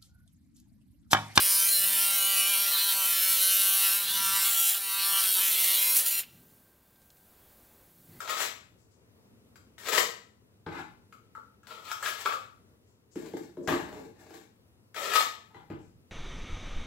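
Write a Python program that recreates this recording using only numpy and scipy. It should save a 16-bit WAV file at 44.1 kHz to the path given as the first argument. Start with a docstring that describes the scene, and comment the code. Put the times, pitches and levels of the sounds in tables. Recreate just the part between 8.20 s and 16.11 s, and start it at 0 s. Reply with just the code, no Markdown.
"""A plasterer's steel float is scraped with a small trowel and dragged over the wall, in a bare room; between
times the plasterer digs in a plastic bucket. Sand grains slip under the steel: random clicks, shaped by each push
of the hand, ring the modes of the blade or bucket. Taps and knocks ring them too and crush grit into short hisses.
Floor thumps and soft treble rustles join in; all these echo in the room, over a steady bed of rumble, hum and hiss.
Two microphone ports pick it up, one of them half covered, and a gain control turns loud moments down."""
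import sys
import numpy as np
from scipy import signal
from scipy.fft import rfft, irfft, next_fast_len
from scipy.io import wavfile
from scipy.ndimage import uniform_filter1d

SR = 44100
rng = np.random.default_rng(int(sys.argv[2]) if len(sys.argv) > 2 else 0)


def wav_record(signal):
    """Record a signal, one row per channel, as 16-bit PCM in the file named by sys.argv[1]."""
    frames = np.transpose(np.atleast_2d(signal))
    bounded = np.clip(frames, -1, 1)
    # unit amplitude maps onto the largest positive 16-bit level
    quanta = np.round(bounded * 32767).astype(np.int16)
    wavfile.write(sys.argv[1], SR, quanta)


N = 348831   # length in samples

# Background air noise. Each row: frequency in Hz, relative strength in dB per Hz.
AIR_SPECTRUM = [(15, -53), (25, -26), (43, -31.5), (96, -1.5), (156, -19), (173, -14), (246, -6.5),
                (281, -15), (399, -23.5), (433, -10), (523, -26), (666, -23.5), (1570, -31), (15500, -42)]
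AIR_DB = -62   # overall level
# How alike left and right are. Each row: frequency in Hz, likeness from -1 to 1.
LEFT_RIGHT_LIKENESS = [(60, 0.55), (240, 0.85), (950, -0.092), (3770, -0.84), (15000, 0.15)]
# How long the room rings. Each row: frequency in Hz, seconds to die away by 60 dB.
ROOM_DECAY = [(80, 1), (300, 0.4), (1000, 0.43), (3000, 0.42), (7000, 0.39), (12000, 0.17), (16000, 0.52)]
# Tone of the open left port. Each row: frequency in Hz, gain in dB.
OPEN_PORT_TONE = [(5500, -0.72), (6800, 1), (7600, 5), (8300, -1.5), (9000, -5), (11000, 0.5)]
# Tone of the half-covered right port. Each row: frequency in Hz, gain in dB.
COVERED_PORT_TONE = [(60, -1.5), (200, 0), (700, -4.5), (2400, -9), (4400, -15), (8000, -42.5),
                     (12000, -15), (16000, -25.5)]
# Weight on the floorboards. Each row: start in seconds, strength of the push in dB.
FLOOR_PUSHES = [(2.466, -61.5), (5.48, -52), (7.358, -73), (7.501, -59)]
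# Resonances of the floor. Each row: frequency in Hz, width in Hz, strength in dB.
FLOOR_RESONANCES = [(80.4, 65, -19), (99.8, 29, 18), (149, 52, 25.5)]
# Faint treble rustles. Each row: start in seconds, strength in dB, length in seconds.
RUSTLE_PUFFS = [(0.577, -61, 0.085), (0.702, -61.5, 0.077), (4.659, -67.5, 0.11), (4.907, -53.5, 0.094),
                (5.424, -53.5, 0.087), (7.58, -65, 0.16)]
# Hiss of fine grit. Each row: frequency in Hz, relative strength in dB per Hz.
GRIT_SPECTRUM = [(290, -35), (500, -12.5), (1090, -16), (1250, -12), (1470, -5.5), (2260, -9), (2610, -14),
                 (3240, -11.5), (7560, -15.5), (9110, -16), (15500, -20.5)]
# Pushes in the bucket. Each row: start in seconds, rise in seconds, fall in seconds, grinding at the start in dB,
# grinding at the top in dB, low modes in dB above the grinding, fine grit in dB above the grinding.
BUCKET_PUSHES = [(2.462, 0.0058, 0.042, -24, -38.5, -2, -29), (2.51, 0.072, 0.032, -42, -34, -4.5, -20.5),
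                 (4.955, 0.092, 0.22, -50, -48, 2.5, -6.5), (5.137, 0.014, 0.16, -55, -53.5, 8, -3.5),
                 (5.37, 0.041, .07, -63, -66, 30, -5.5), (5.474, 0.0097, 0.27, -36, -23, -1.5, -17.5),
                 (5.67, 0.074, .14, -61, -45.5, 9, -10.5), (5.95, 0.11, 0.062, -61.5, -57, 3.5, -3.5),
                 (6.09, 0.039, 0.14, -64, -50.5, 0.5, -2.5), (7.3, 0.092, 0.056, -50, -53, -11, -21),
                 (7.5, 0.038, 0.13, -32.5, -51.5, -4.5, -35)]
# Knocks on the bucket. Each row: time in seconds, strength in dB, crack in dB above it, hardness in dB per octave,
# frequency in Hz favoured by grip and flex from then on, upper frequency in Hz favoured by the struck spot.
BUCKET_HITS = [(2.465, -21, -31, 3, 314, 1564), (4.957, -17.5, -22.5, -9, 330, 444),
               (5.136, -11, -36, -4, 385, 820), (5.169, -24.5, -12.5, 2, 366, 830),
               (5.37, -12, -43, -12, 369, 444), (5.475, -19.5, -3, 4, 244, 1750),
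               (5.728, -25.5, -16, 4, 284, 810), (6.107, -27, -20.5, -5, 422, 820),
               (7.346, -33, -26, 6, 411, 820), (7.501, -21, -30, 1.5, 319, 2700)]
# Resonances of the bucket. Each row: frequency in Hz, width in Hz before hand damping, strength in dB.
BUCKET_MODES = [(192, 87, -4), (270.7, 29, -1.5), (317.2, 12.3, -1.5), (349.7, 14.4, 1), (444, 40, 4),
                (614, 66, -3), (820, 72, 1), (1010, 270, -2), (1212, 140, -1), (1564, 400, 0),
                (1750, 430, -2.5), (2000, 72, -7.5), (2700, 660, -9.5), (3240, 720, -4.5),
                (4060, 690, -20.5)]
# Pushes of steel on steel or wall. Same columns as the bucket pushes.
STEEL_PUSHES = [(0.0, 0.0076, 0.077, -46.5, -43, -6.5, -3.5), (0.07, 0.037, .055, -44, -34.5, -10.5, -4),
                (0.165, 0.049, 0.049, -42.5, -34.5, -5.5, 6), (1.578, .085, .03, -66.5, -44.5, -7, 4.5),
                (1.685, 0.09, 0.046, -38.5, -31.5, -6, 3.5), (3.43, 0.087, 0.17, -68.5, -42.5, -13, -12),
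                (3.64, 0.07, 0.075, -51, -45, -20, -7), (3.80, 0.057, 0.46, -47.5, -34.5, -13.5, -4.5),
                (4.052, 0.052, 0.054, -33, -34, -12.5, -16.5),
                (6.742, 0.095, 0.065, -43, -33.5, -5.5, -5.5), (6.89, 0.061, .07, -39, -18.5, -11.5, -7)]
# Touches of the steel. Same columns as the bucket knocks.
STEEL_HITS = [(0.004, -37.5, -2, 5, 1350, 610), (0.076, -27, -12.5, 3, 1380, 632),
              (0.203, -29, -6.5, -3, 1480, 1680), (1.357, -50, -3, -2.5, 1183, 3850),
              (1.581, -50.5, 5.5, -5.5, 1290, 438), (2.925, -43.5, -12, 7, 2550, 5000),
              (3.151, -35.5, -24.5, -8, 1400, 880), (3.178, -43, -25, -12, 1420, 610),
              (3.432, -46, -18.5, 0, 1440, 1680), (3.47, -48.5, 1, -1.5, 1390, 875),
              (3.699, -28.5, -27.5, -2, 1400, 875), (3.715, -34, 0.5, 12, 1360, 875),
              (3.826, -21.5, -14.5, 3, 1440, 1680), (3.86, -16, -17, 3.5, 1420, 1680),
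              (4.059, -11, -23, 1.5, 1175, 642), (4.124, -17.5, -20, -3.5, 1185, 626),
              (6.745, -35, -11, 4.5, 1216, 1680), (6.935, -18.5, -6.5, 8.5, 1211, 2300)]
# Resonances of the blade. Same columns as the bucket resonances.
BLADE_MODES = [(460, 79, -8.5), (617, 160, -14.5), (830, 55, -15), (878, 19, -4), (1165, 31, 4.5),
               (1247, 10, 8.5), (1331, 57, 14), (1320, 11, -7.5), (1394, 15, 0), (1680, 26, 1),
               (1960, 180, -11), (2150, 75, -20), (2550, 51, -1.5), (2750, 54, -22), (3200, 63, -17.5),
               (3850, 180, -20.5), (5000, 77, -18)]
# Easing off past the top of a push, in dB per second: grinding, low modes, fine grit.
EASE_RATES = (125.5, 111, 89)
# Band of the coarse grains: lower edge in Hz, upper edge in Hz.
COARSE_BAND = (1860, 4300)

LOW_MODES_HZ = 700   # modes below this count as low
LAND_S, LIFT_S = 0.00065, 0.02   # seconds for a push to land and to lift away
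SPOT_OCTAVES = 0.07   # reach of a struck spot
CUTOFF_HZ = 15800   # the top is cut above this


def amp(db):
    """Turn a level in dB into a gain."""
    return 10 ** (np.asarray(db) / 20)


def rms_one(x):
    """Scale a signal to an rms of 1."""
    return x / np.sqrt(np.mean(x ** 2) + 1e-20)


def at_hz(points, hz):
    """Read a table between its rows, on a log-frequency axis."""
    table_hz, values = np.array(points)[:, 0], np.array(points)[:, 1]
    return np.interp(np.log(hz + 1), np.log(table_hz), values)


def band_pass(x, edges):
    """Keep what lies between two frequencies in Hz."""
    return signal.sosfilt(signal.butter(2, edges, "band", fs=SR, output="sos"), x)


def colour(x, spectrum):
    """Give a sound the dB response of a table, with no sound ahead of its cause (minimum phase)."""
    cepstrum = irfft(np.log(amp(at_hz(spectrum, np.arange(2049) * SR / 4096))))
    # folding the second half onto the first makes the filter minimum-phase
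    cepstrum[1:2048] *= 2
    cepstrum[2049:] = 0
    response = irfft(np.exp(rfft(cepstrum)))
    response = response.reshape((1,) * (x.ndim - 1) + (-1,))
    return signal.oaconvolve(x, response, axes=-1)[..., :N]


def drift(rate_hz):
    """Slow random wander with a spread of 1: smoothed noise, drawn at every 40th sample."""
    r = np.exp(-2 * np.pi * rate_hz * 40 / SR)
    noise = rng.standard_normal(N // 40 + 2002)
    slow = signal.lfilter([1], [1, -2 * r, r * r], noise)[2000:]   # skip the settling
    return np.interp(np.arange(N) / 40, np.arange(len(slow)), rms_one(slow))


def ring(x, hz, width):
    """One resonance: a click rings and dies; soft contact dulls what lies far above its pitch."""
    r, w = np.exp(-np.pi * width / SR), 2 * np.pi * hz / SR
    soft = signal.lfilter(*signal.butter(2, 2 * hz, fs=SR), x + 1e-18)
    return signal.lfilter([0.5, 0, -0.5], [1, -2 * r * np.cos(w), r * r], soft)


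def bands(shape):
    """Half-octave bands of white noise, each with its centre in Hz."""
    edges = 22 * 2 ** np.arange(0, 9.8, 0.5)
    white = rng.standard_normal((2,) + shape)   # neighbouring bands use different noise
    for k, (low, high) in enumerate(zip(edges, edges[1:])):
        yield np.sqrt(low * high), band_pass(white[k % 2], [low, high])


def stereo(pair, alike):
    """Mix two unrelated signals into two channels of a given likeness."""
    alike = np.clip(alike, -1, 1)
    shared, opposed = np.sqrt(1 + alike) * pair[0], np.sqrt(1 - alike) * pair[1]
    return np.array([shared + opposed, shared - opposed])


def air():
    """Distant rumble and hum of the house, passing into port hiss: noise bands whose levels wander."""
    together_db = drift(2)   # all bands swell as one
    noise = 0
    for hz, pair in bands((2, N)):
        level_db = at_hz(AIR_SPECTRUM, hz) + together_db + 0.95 * drift(6)
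        noise = noise + amp(level_db) * stereo(pair, at_hz(LEFT_RIGHT_LIKENESS, hz))
    return amp(AIR_DB) * rms_one(noise) * amp([[1.2], [-1.2]])   # left a little louder


def room(x, direct_db, wet_db, tail_rise_s, move_s, count):
    """Direct sound and a dense tail dying band by band; the tools move, so the echoes keep changing."""
    t = np.arange(SR // 2 + SR // 8) / SR
    tail = 0
    for hz, pair in bands((2, count, len(t))):
        decay = amp(-60 * t / at_hz(ROOM_DECAY, hz))
        tail = tail + stereo(pair, at_hz(LEFT_RIGHT_LIKENESS, hz)) * decay
    tail *= np.clip(t / tail_rise_s, 0, 1)
    response = amp(wet_db) * tail / np.sqrt(np.mean(np.sum(tail ** 2, axis=-1)))
    places = np.arange(count)
    # the right port hears first, by a lag that depends on the place
    response[0, places, 2 + 2 * places] += amp(direct_db)
    response[1, :, 0] += amp(direct_db)
    turn = (np.arange(N) / SR / move_s - places[:, None]) % count
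    share = np.sin(np.pi / 2 * np.minimum(turn, 2))   # equal-power fades from place to place
    size = next_fast_len(N + len(t))
    echoes = rfft(x * share, size) * rfft(response, size)
    return irfft(np.sum(echoes, axis=1), size)[:, :N]


def thumps():
    """Weight on the floorboards: each soft push rings the floor's resonances."""
    push = np.zeros(N)
    for start, db in FLOOR_PUSHES:
        push[int(start * SR)] = amp(db)
    return sum(amp(db) * ring(push, hz, width) for hz, width, db in FLOOR_RESONANCES)


def rustles():
    """Short soft puffs of treble noise: each rises quickly and fades in a straight line."""
    t = np.arange(N) / SR
    shape = np.zeros(N)
    for start, db, length in RUSTLE_PUFFS:
        rise = np.clip((t - start) / 0.012, 0, 1)
        fade = np.clip(1 - (t - start) / length, 0, 1)
        shape += amp(db) * rise * fade
    return shape * band_pass(rng.standard_normal(N), [4500, 9000])


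def pressure(pushes):
    """Gains of grinding, low modes and fine grit: each push climbs to its top, eases off and lifts away."""
    gains = np.zeros((3, N))
    for start, rise, fall, start_db, top_db, low_db, grit_db in pushes:
        first = int(start * SR)
        t = np.arange(int((rise + fall) * SR)) / SR
        touch = np.clip(np.minimum(t / LAND_S, (rise + fall - t) / LIFT_S), 0, 1)
        climb_db = np.interp(t, [0, rise], [start_db, top_db])
        ease_db = np.outer(EASE_RATES, np.maximum(t - rise, 0))
        level_db = climb_db - ease_db + [[0], [low_db], [grit_db]]
        gains[:, first:first + len(t)] += touch * amp(level_db)
    return gains


def grains(per_s, spread_db, clump_db):
    """Slips of single sand grains: random clicks of uneven size that come in clumps."""
    sizes = amp(spread_db * np.minimum(rng.exponential(1, N), 5)) * rng.choice([-1, 1], N)
    slips = rng.random(N) < per_s / SR
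    return rms_one(sizes * slips * amp(clump_db * drift(31)))


def noise_burst(clicks, decay_s):
    """Each click becomes a burst of noise that dies away exponentially."""
    return signal.lfilter([1], [1, -np.exp(-1 / (decay_s * SR))], clicks) * rng.standard_normal(N)


def landing(at, jolt_s):
    """An edge lands with one firm first touch and a short rattle."""
    contact = np.zeros(N)
    contact[at] = np.sqrt(2 / (jolt_s * SR))
    return 0.6 * noise_burst(contact, jolt_s) + 0.54 * (contact > 0)


def scraped(pushes, hits, modes, per_s, spread_db, clump_db, ring_db, low_db, grit_db, coarse_db,
            hit_db, tick_db, pivot_hz, favour_db, octaves, jolt_s):
    """Grains and blows excite one body's modes; both also crack directly into the air."""
    grind, low, fine = pressure(pushes)
    sand = grains(per_s, spread_db, clump_db)
    hit_s, strength_db, crack_db, hardness, favoured_hz, upper_hz = np.transpose(hits)
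    at = (hit_s * SR).astype(int)
    # the latest hit at each moment; the first one also serves before it
    last_hit = np.maximum(np.searchsorted(at, np.arange(N), side="right") - 1, 0)
    mode_hz, _, mode_db = np.transpose(modes)
    is_low = mode_hz < LOW_MODES_HZ
    group_power = [np.sum(amp(mode_db[is_low == group]) ** 2) for group in (False, True)]
    rubbing = [amp(ring_db) * grind * sand, amp(low_db) * low * sand]
    jolt = landing(at, jolt_s)
    body = np.zeros(N)
    for k, (hz, width, db) in enumerate(modes):
        width = max(width, hz / 35)   # hand and wet plaster damp every mode
        group = int(is_low[k])
        spot_db = 6.9 * np.exp(-(np.log2(hz / upper_hz) / SPOT_OCTAVES) ** 2)
        tilt_db = hardness * np.log2(hz / pivot_hz)   # hard blows favour high modes
        mode_share = amp(db) * np.sqrt(4 * np.pi * width / SR / group_power[group])
        # rubbing goes on near the struck spot and keeps part of its hardness
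        rub_gain = amp(0.53 * spot_db + 0.21 * tilt_db)[last_hit]
        hit_gain = amp(strength_db + hit_db + db + spot_db + tilt_db)[last_hit]
        force = rubbing[group] * mode_share * rub_gain + jolt * hit_gain
        grip = amp(favour_db * np.exp(-(np.log2(hz / favoured_hz) / octaves) ** 2))
        body += (-1) ** k * ring(force * grip[last_hit], hz, width)
    ticks = np.zeros(N)
    ticks[at] = amp(strength_db + crack_db + tick_db)
    crumbs = noise_burst(ticks, 0.0037)   # a blow crushes grit for a few ms
    coarse = band_pass(amp(coarse_db) * grind * sand, COARSE_BAND)   # big grains follow the grinding
    treble_gain = amp(at_hz(GRIT_SPECTRUM, np.linspace(3500, SR / 2, 500)))
    grit = colour(amp(grit_db) * fine * sand + crumbs, GRIT_SPECTRUM) / np.sqrt(np.mean(treble_gain ** 2))
    return body + coarse + grit


def plastic_bucket():
    """Digging in the bucket: grains and knocks ring its broad plastic modes."""
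    return scraped(BUCKET_PUSHES, BUCKET_HITS, BUCKET_MODES, per_s=5800, spread_db=4, clump_db=3,
                   ring_db=-3.8, low_db=-6.5, grit_db=-1.5, coarse_db=-12, hit_db=-19.5, tick_db=-4,
                   pivot_hz=427, favour_db=4.5, octaves=0.12, jolt_s=0.0013)


def steel_float():
    """Trowel on float and float on wall: grains and taps ring a thin blade, which radiates no bass."""
    steel = scraped(STEEL_PUSHES, STEEL_HITS, BLADE_MODES, per_s=12000, spread_db=2.5, clump_db=5,
                    ring_db=-2, low_db=4.7, grit_db=4.5, coarse_db=2.5, hit_db=-14.5, tick_db=6.5,
                    pivot_hz=1270, favour_db=9.5, octaves=0.056, jolt_s=0.00097)
    return signal.sosfilt(signal.butter(2, 260, "high", fs=SR, output="sos"), steel)


def scene():
    """Float, bucket, thumps and rustles in the room, through an open and a covered port, plus air noise."""
    sources = steel_float() + plastic_bucket() + thumps() + rustles()
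    left, right = room(sources, direct_db=-2, wet_db=0.42, tail_rise_s=0.0039, move_s=0.05, count=4)
    return np.array([colour(left, OPEN_PORT_TONE), colour(right, COVERED_PORT_TONE)]) + air()


def record(dry):
    """Gain control ducks loud moments and lets go slowly; the top is cut."""
    power = uniform_filter1d(np.mean(dry ** 2, axis=0), size=441)   # 10 ms average
    level_db = 10 * np.log10(power + 1e-12)
    release_db = 38 * np.arange(N) / SR   # the held level falls 38 dB per second
    held_db = np.maximum.accumulate(level_db + release_db) - release_db
    duck_db = -0.12 * np.maximum(held_db + 34.5, 0)   # acts above -34.5 dB
    gain = uniform_filter1d(amp(duck_db), size=441)
    top_cut = signal.ellip(12, 0.5, 80, CUTOFF_HZ, fs=SR, output="sos")
    return signal.sosfilt(top_cut, dry * gain)


dry = scene()
out = record(dry)
wav_record(out)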